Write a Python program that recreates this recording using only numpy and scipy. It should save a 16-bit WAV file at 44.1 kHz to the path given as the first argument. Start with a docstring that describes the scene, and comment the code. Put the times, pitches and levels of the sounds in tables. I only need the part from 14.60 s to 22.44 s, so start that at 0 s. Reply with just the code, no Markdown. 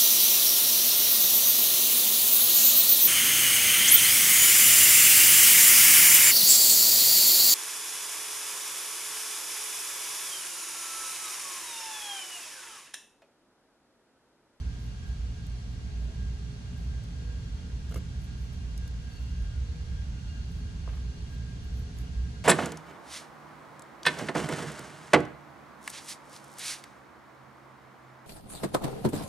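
"""Ventilation rumbles through a workshop, under a mains buzz and a wavering machine whine.
Close by, a hand tube cutter is swung round a steel tube: its wheel rubs faintly and ticks,
and one loose jolt rattles tool and tube. A boot creaks on the floor; later come two high squeaks.
Further off, a damped body gives a dull knock.
All is heard through a close two-port microphone, with small delays between left and right."""
import sys
import numpy as np
from scipy import signal
from scipy.fft import rfft, irfft
from scipy.io import wavfile
from scipy.ndimage import uniform_filter1d

SR = 44100
rng = np.random.default_rng(int(sys.argv[2]) if len(sys.argv) > 2 else 0)


def unload_audio(sound):
    """Save the sound as a 16-bit wav file, at the path given as the first command line argument."""
    columns = np.transpose(np.atleast_2d(sound))
    # keep every value between -1 and 1, then stretch to whole-number steps
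    steps = np.round(np.clip(columns, -1, 1) * 32767)
    wavfile.write(sys.argv[1], SR, steps.astype(np.int16))


N = 345744
MAINS_HZ = 59.995


def undb(db):
    """Decibels to gain."""
    return 10 ** (np.asarray(db) / 20)


def clock():
    """Time of every sample, in seconds."""
    return np.arange(N) / SR


def fader(table, column=1):
    """Ride a gain along one dB column of a timed curve, scaled to rms 1."""
    rows = np.array(table)
    gain = undb(np.interp(clock(), rows[:, 0], rows[:, column]))
    return gain / np.sqrt(np.mean(gain ** 2))


def bump(s, half_s):
    """A smooth rise and fall around a time, peak 1."""
    return np.exp(-((clock() - s) / half_s) ** 2 / 2)


def bins():
    """Frequency of every spectral bin, at least 1 Hz."""
    return np.maximum(np.arange(N // 2 + 1) * SR / N, 1)


def colour(x, points):
    """EQ a sound by an outline of f/Hz, gain/dB."""
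    hz, db = np.transpose(points)
    return irfft(rfft(x) * undb(np.interp(np.log(bins()), np.log(hz), db)), N)


def noise(points):
    """Noise with a spectrum of f/Hz, level/dB in a 1 Hz band."""
    return colour(rng.standard_normal(N), points) * np.sqrt(SR / 2)


def resonance(hz, width_hz):
    """A resonance stirred by turbulence, rms 1."""
    y = irfft(rfft(rng.standard_normal(N)) / (1 + 1j * (bins() - hz) / width_hz) ** 2, N)
    return y / y.std()


def walk(span_s):
    """A random wander of spread 1 that changes over span_s."""
    y = uniform_filter1d(rng.standard_normal(N), max(int(span_s * SR), 1), mode="wrap")
    return y / y.std()


def even(x, span_s):
    """Level out a noise's slow swings, leaving flutter faster than span_s."""
    power = np.abs(signal.hilbert(x)) ** 2 / 2
    size = int(span_s * SR)
    return x * x.std() / np.sqrt(uniform_filter1d(uniform_filter1d(power, size), size) + 1e-18)


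def ports(x, lag=0):
    """A sound reaching the left port lag samples after the right."""
    return np.array([np.roll(x, lag), x])


def add(track, s, sound, db):
    """Lay a sound into a track at a time and a peak level."""
    i = int(s * SR)
    part = sound[:N - i] * undb(db) / np.abs(sound).max()
    track[i:i + len(part)] += part


def burst(t60):
    """A puff of noise that dies by 60 dB in t60 seconds."""
    t = clock()[:SR // 2]
    return rng.standard_normal(len(t)) * np.exp(-np.log(1000) * t / t60)


def ring(modes):
    """A body's modes dying away after one blow."""
    t = clock()[:SR // 2]
    return sum(undb(db) * np.sin(2 * np.pi * hz * t) * np.exp(-np.log(1000) * t / t60)
               for hz, db, t60 in modes)


def room(x, wet_db, t60=0.28):
    """Diffuse tail from the workshop walls, different at each port."""
    tails = [burst(t60) for _ in range(2)]
    return undb(wet_db) * np.array([signal.fftconvolve(x, h / np.linalg.norm(h))[:N] for h in tails])


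def ventilation(split_hz=90, throb_s=0.56, surge_depth=1.8, mains_db=-45, hum_db=-48.5, left_db=-2):
    """Duct rumble that throbs at random and surges slowly, with motor hum."""
    # spectrum of the ducts: f/Hz, level/dB
    duct_spectrum = [(14, -85), (24, -86), (29, -59), (32, -65), (40, -65.5), (57, -47.5), (70, -52),
                     (85, -60.5), (100, -61), (133, -66), (168, -63), (205, -72.5), (250, -73.5),
                     (325, -88.5), (400, -85.5), (2000, -140)]
    # surges of the low boom: t/s, relative level/dB
    boom_ride = [(0.0, -34.5), (0.12, -35), (0.24, -40.5), (0.36, -34.5), (0.68, -34), (1.0, -37.5),
                 (1.68, -34), (2.0, -41), (2.2, -36.5), (4.24, -35.5), (4.36, -37.5), (4.66, -36.5),
                 (4.8, -33), (5.0, -34), (5.16, -37.5), (5.36, -32.5), (5.64, -37), (6.08, -35),
                 (6.68, -36.5), (6.9, -37.5), (7.02, -36.5), (7.2, -34.5), (7.36, -37.5), (7.6, -34),
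                 (7.84, -39.5)]
    # drift of the drone above the boom: t/s, relative level/dB
    drone_ride = [(0, -40.5), (.52, -41.5), (1.3, -40.5), (1.6, -39.5), (3.05, -40), (3.24, -39),
                  (4.4, -42), (4.76, -41.5), (5.7, -39.5), (6.3, -40), (7.0, -40), (7.84, -40.5)]
    rumble = noise(duct_spectrum)
    boom = irfft(rfft(rumble) / (1 + (bins() / split_hz) ** 12), N)
    bed = even(boom, throb_s) * fader(boom_ride) ** surge_depth
    bed += even(rumble - boom, throb_s) * fader(drone_ride)
    phase = 2 * np.pi * MAINS_HZ * clock()
    hum = np.sqrt(2) * np.sin(2 * phase) + 0.42 * resonance(2 * MAINS_HZ, width_hz=3.8)
    bed += undb(mains_db) * np.sin(phase) + undb(hum_db) * hum
    return bed * undb([[left_db / 2], [-left_db / 2]])


def vent_air():
    """Air rushes from the vents on all sides, with a hiss from the left of the room."""
    # wide rush: f/Hz, level/dB
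    rush = [(25, -101), (60, -64.5), (110, -72), (170, -81), (300, -84.5), (550, -92), (700, -89.5),
            (900, -91.5), (1900, -96), (3600, -94.5), (6300, -98), (7600, -103), (9500, -114),
            (15000, -135)]
    # one-sided hiss: f/Hz, level/dB
    side_hiss = [(200, -115), (500, -104.5), (900, -99.5), (4000, -100), (6300, -102), (9000, -140)]
    return np.array([noise(rush), noise(rush)]) + ports(noise(side_hiss), lag=-20)


def motor(lower_db=-67, upper_db=-70, upper_hz=477.6, depth=0.56, left_db=4):
    """A mains harmonic and a rougher motor tone, fading as the paths through the room change."""
    # fades of the two tones: t/s, lower relative level/dB, upper relative level/dB
    fades = [(0.0, -72, -74), (.7, -70, -79), (1.2, -63, -84), (1.92, -58.5, -81), (2.45, -74, -80),
             (2.64, -64.5, -60), (3.8, -76.5, -94), (4.27, -67, -70), (4.6, -104, -70), (4.9, -68, -69),
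             (5.25, -74, -62), (5.72, -111, -94), (6.05, -55, -97), (6.28, -79, -73), (6.55, -60, -80),
             (6.8, -80, -74), (7.2, -53.5, -68), (7.84, -70, -79)]
    lower = np.sqrt(2) * np.sin(2 * np.pi * 7 * MAINS_HZ * clock())
    upper = even(resonance(upper_hz, width_hz=1.74), span_s=0.38)
    tones = undb(lower_db) * lower * fader(fades, column=1) ** depth
    tones += undb(upper_db) * upper * fader(fades, column=2) ** depth
    return tones * undb([[left_db / 2], [-left_db / 2]])


def mains_buzz(waver=0.5, waver_hz=1.65):
    """Mains harmonics; each wavers as the moving arm changes its paths through the room."""
    # partials of the buzz: multiple of the mains frequency, mid level/dB, side level/dB
    harmonics = [(10, -79, -74), (11, -86, -86), (12, -77.5, -77), (13, -86, -86), (22, -93, -83),
                 (24, -81, -86), (26, -79, -88), (28, -88, -84), (29, -86, -83), (31, -89, -82),
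                 (33, -85, -77), (36, -99, -84), (47, -84, -86), (76, -86, -88), (88, -89, -95),
                 (92, -96, -84), (94, -88, -92), (98, -88, -88), (100, -88, -86), (104, -86, -95),
                 (106, -86, -92), (108, -89, -94)]
    buzz, t = np.zeros((2, N)), clock()
    knots = np.arange(0, t[-1] + 1, 1 / waver_hz)
    for multiple, mid_db, side_db in harmonics:
        phase = 2 * np.pi * multiple * MAINS_HZ * t
        for db, polarity in ((mid_db, [[1], [1]]), (side_db, [[1], [-1]])):
            drift = 1 + waver * np.interp(t, knots, rng.standard_normal(64)[:len(knots)])
            tone = np.sqrt(2) * np.sin(phase + rng.uniform(0, 2 * np.pi))
            buzz += np.array(polarity) * undb(db) * drift * tone
    return buzz


def whine(hz=1618, wander_hz=4, steady_db=-75.5, fade_s=0.022, rough_hz=1614, rough_db=-68, patchy_db=2):
    """A machine resonance sings in held swells on a wavering pitch; rougher ones flare with the load."""
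    # swells of the singing tone: start/s, length/s, level/dB
    swells = [(0.037, .12, -67.5), (0.326, .08, -67), (0.413, .13, -61), (.78, 0.074, -65),
              (1.26, 0.074, -64), (1.583, 0.12, -62), (2.068, .13, -65), (2.29, .11, -66),
              (2.552, 0.068, -65), (2.676, .11, -62), (3.528, .05, -64), (4.19, 0.12, -61.5),
              (4.46, .13, -64), (4.7, 0.21, -64.5), (5.115, .07, -66), (5.31, .14, -61.5),
              (5.487, .16, -69), (5.71, 0.077, -60), (6.048, .1, -65), (6.487, 0.065, -65),
              (6.7, 0.12, -62), (6.852, 0.086, -62.5), (7.05, 0.042, -64), (7.53, 0.15, -65),
              (7.68, 0.096, -65)]
    # the machine works harder: t/s, strength/dB, half length/s
    load_peaks = [(.93, -11, 0.026), (4.74, 6, 0.11), (5.77, 12, 0.08), (6.54, 4, 0.067)]
    # rough resonances: f/Hz, width/Hz, resting level/dB, response to load (0-1)
    bands = [(1433, 8.7, -75, 0.6), (2810, 22, -71, 0.44), (3260, 83, -71, 0.1), (4375, 47, -71.5, 0.45),
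             (6400, 120, -83, 1)]
    t = clock()
    load = 1 + sum(undb(db) * bump(s, half_s) for s, db, half_s in load_peaks)
    held = np.full(N, undb(steady_db))
    for s, length, db in swells:
        gate = np.clip(0.5 + np.minimum(t - s, s + length - t) / fade_s, 0, 1)
        held = np.maximum(held, undb(db) * gate)
    phase = 2 * np.pi * np.cumsum(hz + wander_hz * walk(span_s=0.061)) / SR
    sides = []
    for tone in ports(np.sqrt(2) * held * np.sin(phase), lag=5):
        flares = sum(undb(db) * resonance(f, width) * load ** response * undb(patchy_db * walk(0.18))
                     for f, width, db, response in bands)
        sides.append(tone + undb(rough_db) * resonance(rough_hz, width_hz=28) + flares)
    return np.array(sides)


def knock():
    """A dry blow on a well damped body, with one softer bounce."""
    # blow and bounce: t/s, peak/dB, low-pass cutoff/Hz
    blows = [(6.2766, -33, 2000), (6.2803, -35, 680)]
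    # modes of the damped body: f/Hz, relative level/dB, t60/s
    modes = [(634, 2, 0.027), (740, 1, 0.012), (1060, 10, 0.019)]
    thud = np.zeros(N)
    for s, db, cutoff_hz in blows:
        soften = signal.butter(4, cutoff_hz, fs=SR, output="sos")
        add(thud, s, signal.sosfilt(soften, ring(modes)), db)
    return thud


def scuffs():
    """Light scuffs as the hand shifts and after the knock."""
    # brushing contacts: t/s, peak before EQ/dB, t60/s
    touches = [(1.42, -56, .4), (6.289, -43, 0.11), (6.331, -42, 0.081), (6.371, -46, 0.14),
               (7.369, -51.5, 0.63)]
    # midrange colour of a scuff: f/Hz, gain/dB
    scuff_eq = [(300, -18), (700, 13), (1600, 8), (3000, 5), (7000, -25)]
    track = np.zeros(N)
    for s, db, t60 in touches:
        add(track, s, burst(t60), db)
    return colour(track, scuff_eq)


def creak_and_squeaks():
    """A boot creaks low on the floor; later come two brief, rough, high squeaks."""
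    # the creak, then the squeaks: t/s, f/Hz, width/Hz, level/dB, half length/s
    cues = [(1.432, 643, 45, -65.5, 0.11), (4.555, 4460, 90, -62, 0.033), (4.592, 2730, 90, -67, 0.13)]
    return sum(undb(db) * resonance(hz, width) * bump(s, half_s) for s, hz, width, db, half_s in cues)


def fine_hiss():
    """A thin, steady hiss from the direction of the tool."""
    # airy top end: f/Hz, level/dB
    spectrum = [(4000, -135), (7000, -108), (8200, -101), (9500, -108.5), (10700, -112), (11800, -121),
                (13500, -120), (15500, -135)]
    return noise(spectrum)


def rubbing(grit_db=2.5, grit_s=0.0019, catch_db=3, catch_s=0.013, resting_db=-16):
    """A faint gritty hiss that catches and slips as the wheel is dragged round the tube."""
    # strokes of the wheel: t/s, relative level/dB, half length/s
    strokes = [(0.252, 0, 0.032), (.48, -7, .03), (1.12, -7, .015), (1.43, -4, .02), (2.224, -4, 0.041),
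               (3.64, 7, .02), (3.83, 2, 0.028), (3.944, 2, .016), (4.58, -2, .07), (5.95, -1, .035),
               (6.34, 1, .026), (6.72, -2, .025), (7.062, 0, .02), (7.17, 10, .016), (7.212, 4, .012),
               (7.4, 6, 0.03)]
    # spectrum of the friction: f/Hz, level/dB
    friction = [(5000, -135), (9000, -112), (11000, -109), (13500, -110), (15500, -128)]
    pressure = undb(resting_db) + sum(undb(db) * bump(s, half_s) for s, db, half_s in strokes)
    grain = undb(grit_db * walk(grit_s) + catch_db * walk(catch_s))
    return noise(friction) * pressure * grain / np.sqrt(np.mean(grain ** 2))


def cutter(grit=0.13, edge_db=3):
    """The wheel ticks and a loose jolt rattles tool and tube; gives ringing body and bright edge."""
    # hits of the rattle: t/s, body peak/dB, edge peak before EQ/dB, contact time/s
    rattle = [(3.294, -60, -40, 0.003), (3.31, -52, -44, 0.002), (3.313, -38.5, -45, 0.0098),
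              (3.3222, -34.5, -44, 0.004), (3.3265, -38, -50, 0.003), (3.3429, -34, -33.5, 0.0069),
              (3.344, -37, -56, 0.0034), (3.359, -33, -38, 0.0033), (3.3608, -30.5, -38, 0.0051),
              (3.368, -35.5, -40.5, 0.0056), (3.3740, -38, -42, 0.005), (3.3790, -39, -40, 0.006)]
    # modes of cutter and tube: f/Hz, relative level/dB, t60/s
    modes = [(437, -2, 0.049), (510, 9, 0.034), (650, 11.5, 0.014), (900, -1, .012), (1070, -7, .018),
             (1290, 8.5, 0.024), (1420, 6, 0.021), (1580, -1, 0.022), (2110, 3.5, 0.021), (2730, -1, 0.025),
             (2950, -3, 0.03)]
    # ticks of the wheel: t/s, peak before EQ/dB, t60/s
    ticks = [(.8672, -37.5, 0.012), (2.437, -49, .04), (3.9328, -48, .02), (4.1775, -32.5, 0.015),
             (4.277, -39.5, 0.025), (4.8208, -50, 0.03), (7.3867, -38, .014)]
    # bright colour of steel contact: f/Hz, gain/dB
    steel_eq = [(1500, -22), (5000, -2), (7000, -2.5), (9200, -5.5), (10400, -2.5), (11500, -6),
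                (13300, -4), (14800, -16), (16000, -18)]
    body, edge = np.zeros(N), np.zeros(N)
    for s, body_db, bright_db, contact_s in rattle:
        push = grit * burst(2 * contact_s)
        push[0] += 1  # a hard attack ahead of the scrape
        add(body, s, signal.fftconvolve(push, ring(modes)), body_db)
        add(edge, s, burst(5 * contact_s), bright_db)
    for s, db, t60 in ticks:
        add(edge, s, burst(t60), db)
    return body, colour(edge, steel_eq) * undb(edge_db)


def scene():
    """A bed of machinery, the tool close and nearly dry, the knock and scuffs deeper in the room."""
    body, edge = cutter()
    thud = knock() + scuffs()
    treble = edge + rubbing() + fine_hiss()
    close = ports(body + creak_and_squeaks()) + ports(treble, lag=13)
    close += room(body, wet_db=-10) + room(edge, wet_db=-16)
    far = ports(thud) + room(thud, wet_db=-5)
    return ventilation() + vent_air() + motor() + mains_buzz() + whine() + close + far


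def record(dry):
    """A steep low-pass cuts the top above 15.7 kHz."""
    return signal.sosfilt(signal.ellip(10, 0.2, 80, 15700, fs=SR, output="sos"), dry)


dry = scene()
out = record(dry)
unload_audio(out)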